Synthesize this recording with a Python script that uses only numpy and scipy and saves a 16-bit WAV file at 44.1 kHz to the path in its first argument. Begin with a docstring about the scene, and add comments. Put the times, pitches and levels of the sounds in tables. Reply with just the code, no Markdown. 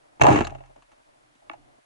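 """Under water, a speargun fires, heard through a camera housing fixed to the gun.
The catch lets go with a crack, the spear scrapes along its track and the rubber bands thrash and slap.
These forces excite the resonances of the housing, while steel parts ping and the stock hums on.
Afterwards the water-filled gun gulps, and loose line and fittings tick; one later crack and its
rebound stand out of faint hiss and handling noise."""
import sys
import numpy as np
from scipy import signal
from scipy.io import wavfile
from scipy.ndimage import uniform_filter1d

SR = 44100
rng = np.random.default_rng(int(sys.argv[2]) if len(sys.argv) > 2 else 0)


def transcribe(u):
    """Save the signal u as a 16-bit wav file named by the first command-line argument.

    u: samples, shape (n,) or (channels, n), limited to [-1, 1]; the rate is SR.
    q: integer samples, one column per channel.
    """
    v = np.clip(np.atleast_2d(u).T, -1, 1)
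    q = np.round(v * 32767).astype(np.int16)
    wavfile.write(sys.argv[1], SR, q)


N = 81585
T = np.arange(N) / SR


def amp(db):
    """Decibels to amplitude ratio."""
    return 10 ** (np.asarray(db) / 20)


def unit(x):
    """Normalisation of each channel to rms 1."""
    return x / np.sqrt(np.mean(x ** 2, -1, keepdims=True) + 1e-30)


def add(mix, start, sound):
    """Superposition: a sound joins the mix at start [s]."""
    part = mix[:, round(start * SR):][:, :sound.shape[1]]
    part += sound[:, :part.shape[1]]


def envelope(table, column=1):
    """Gain interpolated along one dB column of a curve, silent outside it."""
    rows = np.array(table)
    return amp(np.interp(T, rows[:, 0], rows[:, column], left=-np.inf, right=-np.inf))


def decay(t, t60):
    """Exponential damping: a fall of 60 dB in t60 seconds."""
    return np.exp(-np.log(1000) * t / t60)


def width(side_db):
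    """Gains of the middle (alike in both ears) and the side (opposed between them)."""
    return amp([[0], [side_db]])


def band(x, low_hz, high_hz):
    """Causal band-pass filter."""
    return signal.sosfilt(signal.butter(3, [low_hz, high_hz], "band", fs=SR, output="sos"), x)


def colour(x, spectrum, size=4096):
    """Minimum-phase filter: the peaks of the spectrum ring after the excitation."""
    hz, db = np.transpose(spectrum)
    bin_hz = abs(np.fft.fftfreq(size, 1 / SR)) + 1
    log_gain = np.log(amp(np.interp(np.log(bin_hz), np.log(hz), db)))
    impulse_response = np.fft.ifft(np.exp(np.conj(signal.hilbert(log_gain)))).real[:size // 2]
    return signal.fftconvolve(x, impulse_response)[:len(x)]


def grains(per_s, spread_db):
    """Shot noise: tiny random impacts of uneven size, weighted separately in middle and side."""
    sizes = amp(spread_db * np.minimum(rng.exponential(1, N), 3.4))
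    hits = rng.random(N) < per_s / SR
    return sizes * hits * rng.standard_normal((2, N))


def housing(force):
    """Forced vibration: the case is squeezed (middle) and rocked (side), and rings in its modes."""
    # broad responses to squeezing and rocking: (frequency [Hz], gain [dB])
    squeezing = [(40, -17.5), (90, 7.5), (150, 2), (205, -6), (295, 4), (390, -2), (500, -6.5), (700, 3.5),
                 (830, 7), (1100, -4.5), (1550, -13.5), (1900, -12), (2250, -15.5), (2750, -11.5),
                 (3400, -24.5), (4200, -29), (5200, -39), (6400, -28), (7400, -33.5), (8500, -40),
                 (11000, -37)]
    rocking = [(40, -21.5), (130, -4.5), (250, -9), (380, -10.5), (510, -4.5), (630, 6), (740, -4.5),
               (850, -1), (1000, -8), (1350, -7), (1900, -14), (2750, -12.5), (3500, -27.5), (5200, -35.5),
               (6400, -23.5), (8000, -42), (11000, -46.5)]
    # narrow resonances: (frequency [Hz], t60 [s], middle gain [dB], side gain [dB])
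    case_modes = [(303.7, 0.17, -10.5, -11), (434, .1, -3, -8), (670, 0.13, -13.5, -4.5),
                  (678, 0.093, -5.5, -10), (713.8, 0.042, -3, -10.5), (816, 0.077, 0, -5.5),
                  (969, 0.092, -5.5, -8), (1102, 0.07, -1, 2), (1228, 0.11, 2.5, -4),
                  (1348, 0.057, -5.5, 3.5), (1670, 0.067, -2.5, 1), (1770, 0.011, -10.5, -0.5),
                  (2202, 0.053, 4, -2), (2674, 0.041, -0.5, 0.5)]
    broad = np.array([colour(force[0], squeezing), colour(force[1], rocking)])
    rings = 0
    for hz, t60, mid_db, side_db in case_modes:
        radius = decay(1 / SR, t60)
        pole = radius * np.exp(2j * np.pi * hz / SR)
        resonance = 2 * signal.lfilter([1 - radius], [1, -pole], broad).real
        rings = rings + amp([[mid_db], [side_db]]) * resonance
    return broad + rings


def background(mid_db=-67.5, side_db=-61.5, waver_db=5.5):
    """Filtered noise: steady hiss, water stirring the housing, and the hand shifting on the grip."""
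    # spectra of the hiss and the handling noise: (frequency [Hz], relative level [dB])
    mid_spectrum = [(20, 3.5), (40, 9), (70, -7.5), (130, 1), (190, -5.5), (300, 2.5), (430, -1.5),
                    (700, 3), (1100, -0.5), (2500, -5), (5000, -10), (11000, -12.5)]
    side_spectrum = [(20, -7.5), (80, -5), (150, 3.5), (220, -1.5), (400, 0), (520, 7.5), (600, 18),
                     (700, 7), (1000, 7), (2000, 0), (4000, -10), (11000, -21)]
    grip_spectrum = [(20, -14.5), (40, -1.5), (70, -22), (132, 2), (190, -21), (300, 1), (450, -16.5),
                     (700, -6), (1500, -26), (6000, -51)]
    # course of the handling noise: (time [s], level [dB])
    grip_levels = [(0, -78.5), (.17, -69.5), (.9, -85.5), (1.1, -74), (1.35, -70.5), (1.42, -75.5),
                   (1.52, -60.5), (1.65, -65), (1.74, -66), (1.85, -87)]
    noise = rng.standard_normal((5, N))
    hiss = unit(np.array([colour(noise[0], mid_spectrum), colour(noise[1], side_spectrum)]))
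    hiss *= amp([[mid_db], [side_db]])
    drift = unit(uniform_filter1d(uniform_filter1d(noise[4], size=1200), size=800))
    lows = signal.sosfiltfilt(signal.butter(2, 1000, fs=SR, output="sos"), hiss)
    stirring = lows * (amp(waver_db * drift) - 1)  # only the low part of the hiss wavers
    grip = unit(np.array([colour(channel, grip_spectrum) for channel in noise[2:4]]))
    grip_gain = amp(np.interp(T, *np.transpose(grip_levels)))
    return hiss + stirring + grip * grip_gain * width(side_db=0.5)


def impacts(table, stretch, snap=4.26, level_span_s=0.0028, size=4096):
    """Impulse response: each hit and its brief rattle ring the housing; stretch lengthens the rattle."""
    # thud, ring, clack and sizzle bands:
    # (low edge [Hz], high edge [Hz], time constant before stretch [s], side re middle [dB])
    bands = [(204, 446, 0.0016, -4), (500, 1036, 0.0032, 4.5), (1100, 5500, 0.0034, 1),
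             (3620, 8880, 0.0036, -4.5)]
    out, t = np.zeros((2, N)), np.arange(size) / SR
    span_gain = np.sqrt(level_span_s * SR / size)  # a level is the rms of the energy put into this span
    for start, rock_db, *levels in table:
        for db, (low_hz, high_hz, tau, side_db) in zip(levels, bands):
            force = rng.standard_normal((2, size)) * np.exp(-t / (tau * stretch))
            force[0, 0] += snap  # first contact
            response = unit(band(housing(force), low_hz, high_hz))
            add(out, start, response * span_gain * amp(db) * width(side_db + rock_db))
    return out


def loose_fittings():
    """Structure-borne sound: loose line and fittings knock on the gun with a slack rattle."""
    # knocks: (time [s], rocking of the case [dB], thud [dB], ring [dB], clack [dB], sizzle [dB])
    knocks = [(.521, 2, -51, -44, -60, -76), (.549, 1, -50.5, -56, -46, -59.5),
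              (.584, 2, -50.5, -67, -55, -72), (.606, 2, -59, -50.5, -54, -86),
              (.637, -2, -76, -52, -54, -72), (.659, -5, -68, -60, -57.5, -64.5),
              (.761, -8, -62, -74, -56.5, -67), (.822, -10, -69, -57, -53, -62),
              (.917, -6, -77, -65, -54, -61.5), (1.353, 0, -58, -84, -73, -65),
              (1.513, 8, -65, -52, -47.5, -76), (1.533, 0, -56, -43.5, -47, -63),
              (1.781, 6, -58, -62, -81.5, -79.5)]
    return impacts(knocks, stretch=2.5)


def plops(rise_s=0.0046, pitch_scatter=0.015):
    """Damped resonance: the water-filled gun gulps; the top mode dies first, the lower ones beat on."""
    # hollow gulps: (time [s], level [dB])
    gulps = [(.474, -41), (.519, -39.5), (.549, -40.5), (.604, -49), (.695, -58.5), (.759, -57),
             (1.421, -58.5), (1.534, -45)]
    # their resonances: (frequency [Hz], t60 [s], middle gain [dB], side gain [dB])
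    gulp_modes = [(816, 0.03, -0.5, -4), (679, 0.044, -2.5, 4.5), (580, 0.075, -25, 2)]
    out, t = np.zeros((2, N)), T[:SR // 8]
    for start, db in gulps:
        for hz, t60, mid_db, side_db in gulp_modes:
            swell = (1 - np.exp(-t / rise_s)) * decay(t, t60)
            pitch = hz * (1 + pitch_scatter * rng.uniform(-1.1, 1))
            tone = np.sin(2 * np.pi * (pitch * t + rng.random((2, 1))))
            add(out, start, tone * swell / swell.max() * amp(db) * amp([[mid_db], [side_db]]))
    return out


def late_crack(start=1.4964, lag_cycles=1.3):
    """Modal ringing after a hard contact, probably spear on rock: high modes lead, low ones follow."""
    # modes of the crack: (frequency [Hz], level [dB], t60 [s])
    crack_modes = [(319, -38.5, 0.058), (653, -37.5, 0.053), (839, -39, 0.069), (1160, -25, 0.016),
                   (1760, -38, 0.029), (2270, -31, 0.019), (2664, -32, 0.017), (3420, -36, 0.0071),
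                   (6400, -58.5, .014)]
    out = np.zeros((2, N))
    for hz, db, t60 in crack_modes:
        tone = np.sin(2 * np.pi * (hz * T + rng.random((2, 1))))
        onset = 1 - np.exp(-(hz * T) ** 2)
        add(out, start + lag_cycles / hz, tone * onset * decay(T, t60) * amp(db))
    return out


def stock():
    """Free vibration: each jolt sets the low bending modes of the gun humming."""
    # bending modes: (frequency [Hz], t60 [s], side re middle [dB], side lag [rad])
    bending_modes = [(37.3, 0.89, -9.5, 1.1), (82.4, 0.39, -0.5, 1.5), (132.72, .5, 2.5, 3.1)]
    # recoil, bands running out, bands slapping back, two later tugs:
    # (time [s], rise [s], first mode [dB], second mode [dB], third mode [dB])
    jolts = [(.205, 0.021, -42.5, -59, -23), (0.303, .028, -50.5, -21.5, -44.5),
             (0.371, 0.028, -39, -25.5, -51), (0.513, 0.034, -54.5, -46, -46),
             (1.584, 0.027, -71, -74.5, -62)]
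    out = np.zeros((2, N))
    for start, rise, *levels in jolts:
        onset = np.minimum(T / rise, 1)
        for db, (hz, t60, side_db, lag) in zip(levels, bending_modes):
            swing = unit(np.sin(2 * np.pi * hz * T - np.array([[0], [lag]])))
            add(out, start, swing * onset * decay(T, t60) * amp(db) * width(side_db))
    return out


def rubber_bands():
    """Random excitation: the slack bands flutter through the water in dull thumps."""
    # course of the churning: (time [s], level [dB])
    thrash = [(.195, -63), (.215, -30.5), (.27, -26), (.32, -20.5), (.39, -25), (.425, -35), (.45, -42.5),
              (.55, -56), (.72, -75.5)]
    thumps = band(housing(grains(per_s=900, spread_db=5.0)), low_hz=79, high_hz=460)
    return unit(thumps) * envelope(thrash) * width(side_db=-5.5)


def steel_pings(rise_s=0.0022, chatter_share=0.55, half_band_hz=450):
    """Damped ringing: catch, shaft and wishbone ping when struck, roughened by narrow-band chatter."""
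    # rings of the steel parts: (time [s], frequency [Hz], level [dB], t60 [s])
    pings = [(0.2096, 6370, -28, 0.039), (.215, 7100, -30, 0.018), (0.235, 6410, -19, 0.017),
             (0.408, 6640, -42, 0.028), (0.447, 4100, -37.5, 0.061), (0.449, 6990, -40.5, 0.048)]
    out = np.zeros((2, N))
    onset = np.minimum(T / rise_s, 1)
    for start, hz, db, t60 in pings:
        chatter = unit(band(rng.standard_normal((2, N)), hz - half_band_hz, hz + half_band_hz))
        tone = np.sin(2 * np.pi * (hz * T + rng.random((2, 1))))
        ring = (1 - chatter_share) * tone + chatter_share * chatter
        add(out, start, ring * onset * decay(T, t60) * amp(db) * width(side_db=-8))
    return out


def spear_scrape(fizz_db=-14):
    """Sliding friction: the shaft chatters along its track, and the housing rings under the grit."""
    # course of the slide: (time [s], ring level [dB], grit level [dB])
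    slide = [(.195, -63.5, -66), (.212, -36.5, -37), (.245, -19.5, -31.5), (.285, -17.5, -30),
             (.33, -28, -30), (.365, -37.5, -30.5), (.405, -41, -36), (.44, -43, -45), (.485, -51.5, -53.5),
             (.57, -62, -69.5), (.72, -68, -76)]
    # ring, grit and fizz bands: (low edge [Hz], high edge [Hz])
    bands = [(500, 1160), (1150, 4290), (3900, 9000)]
    scrape = housing(grains(per_s=2800, spread_db=0.5))
    ring, grit, fizz = (unit(band(scrape, *edges)) for edges in bands)
    rasp = grit * width(side_db=-0.5) + fizz * amp(fizz_db) * width(side_db=-2.5)
    return ring * envelope(slide) * width(side_db=3.5) + rasp * envelope(slide, column=2)


def shot():
    """Impact excitation: the catch lets go and a rapid train of metal blows rings the housing."""
    # blows: (time [s], rocking of the case [dB], thud [dB], ring [dB], clack [dB], sizzle [dB])
    blows = [(.1972, -1, -37, -41.5, -44, -64), (.2105, 0, -29, -22.5, -37.5, -43),
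             (.2145, 3.5, -37, -13.5, -14.5, -27.5), (.2185, -7, -27, -20.5, -16, -32.5),
             (.2225, 0.5, -32, -39.5, -24.5, -28.5), (.2355, 0.5, -27.5, -20.5, -20, -32.5),
             (.243, -0.5, -18.5, -18.5, -22, -49.5), (.2525, 0.5, -23, -12.5, -28.5, -57),
             (.2678, -0.5, -28, -14.5, -18.5, -29.5), (.2765, 0.5, -37.5, -19.5, -31.5, -55.5),
             (.2835, -1, -13.5, -16.5, -25, -39), (.2895, -1.5, -30.5, -14, -22.5, -39.5),
             (.303, 0, -28, -36, -32, -39), (.3125, 2, -16, -18.5, -33, -43),
             (.3255, -4, -24, -21.5, -29, -37.5), (.330, -3.5, -21.5, -23.5, -27, -37),
             (.339, -1.5, -15, -29.5, -34.5, -39), (.358, -3.5, -20, -19, -22.5, -43),
             (.3625, 3, -31, -27.5, -27, -42.5), (.3755, 3, -23.5, -25.5, -30, -48),
             (.3885, -1.5, -20, -25, -23, -41), (.4075, -5, -18, -20.5, -23, -39),
             (.4128, -3.5, -17.5, -37.5, -24, -53.5), (.4225, -4.5, -24.5, -45.5, -32.5, -48.5),
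             (.445, -11, -43, -36.5, -37, -45), (.450, 0, -53, -35.5, -35, -46),
             (.470, -2, -39, -50, -32.5, -39), (.4735, 2, -62, -48, -37.5, -42.5),
             (.498, -14, -51.5, -51, -42.5, -61), (.5055, 2.5, -68, -61, -47, -54)]
    return impacts(blows, stretch=0.83)


def scene():
    """Superposition of all sources as middle and side; their sum and difference are left and right."""
    mid, side = (shot() + loose_fittings() + spear_scrape() + rubber_bands() + stock()
                 + background() + steel_pings() + plops() + late_crack())
    return np.array([mid + side, mid - side])


def record(dry, ceiling=0.95, knee=4, cutoff_hz=11300):
    """Soft saturation rounds the highest peaks; a low-pass filter then limits the bandwidth."""
    rounded = dry / (1 + abs(dry / ceiling) ** knee) ** (1 / knee)
    low_pass = signal.firwin(301, cutoff_hz, window=("kaiser", 8), fs=SR)
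    return signal.oaconvolve(rounded, low_pass[None], "same")


dry = scene()
out = record(dry)
transcribe(out)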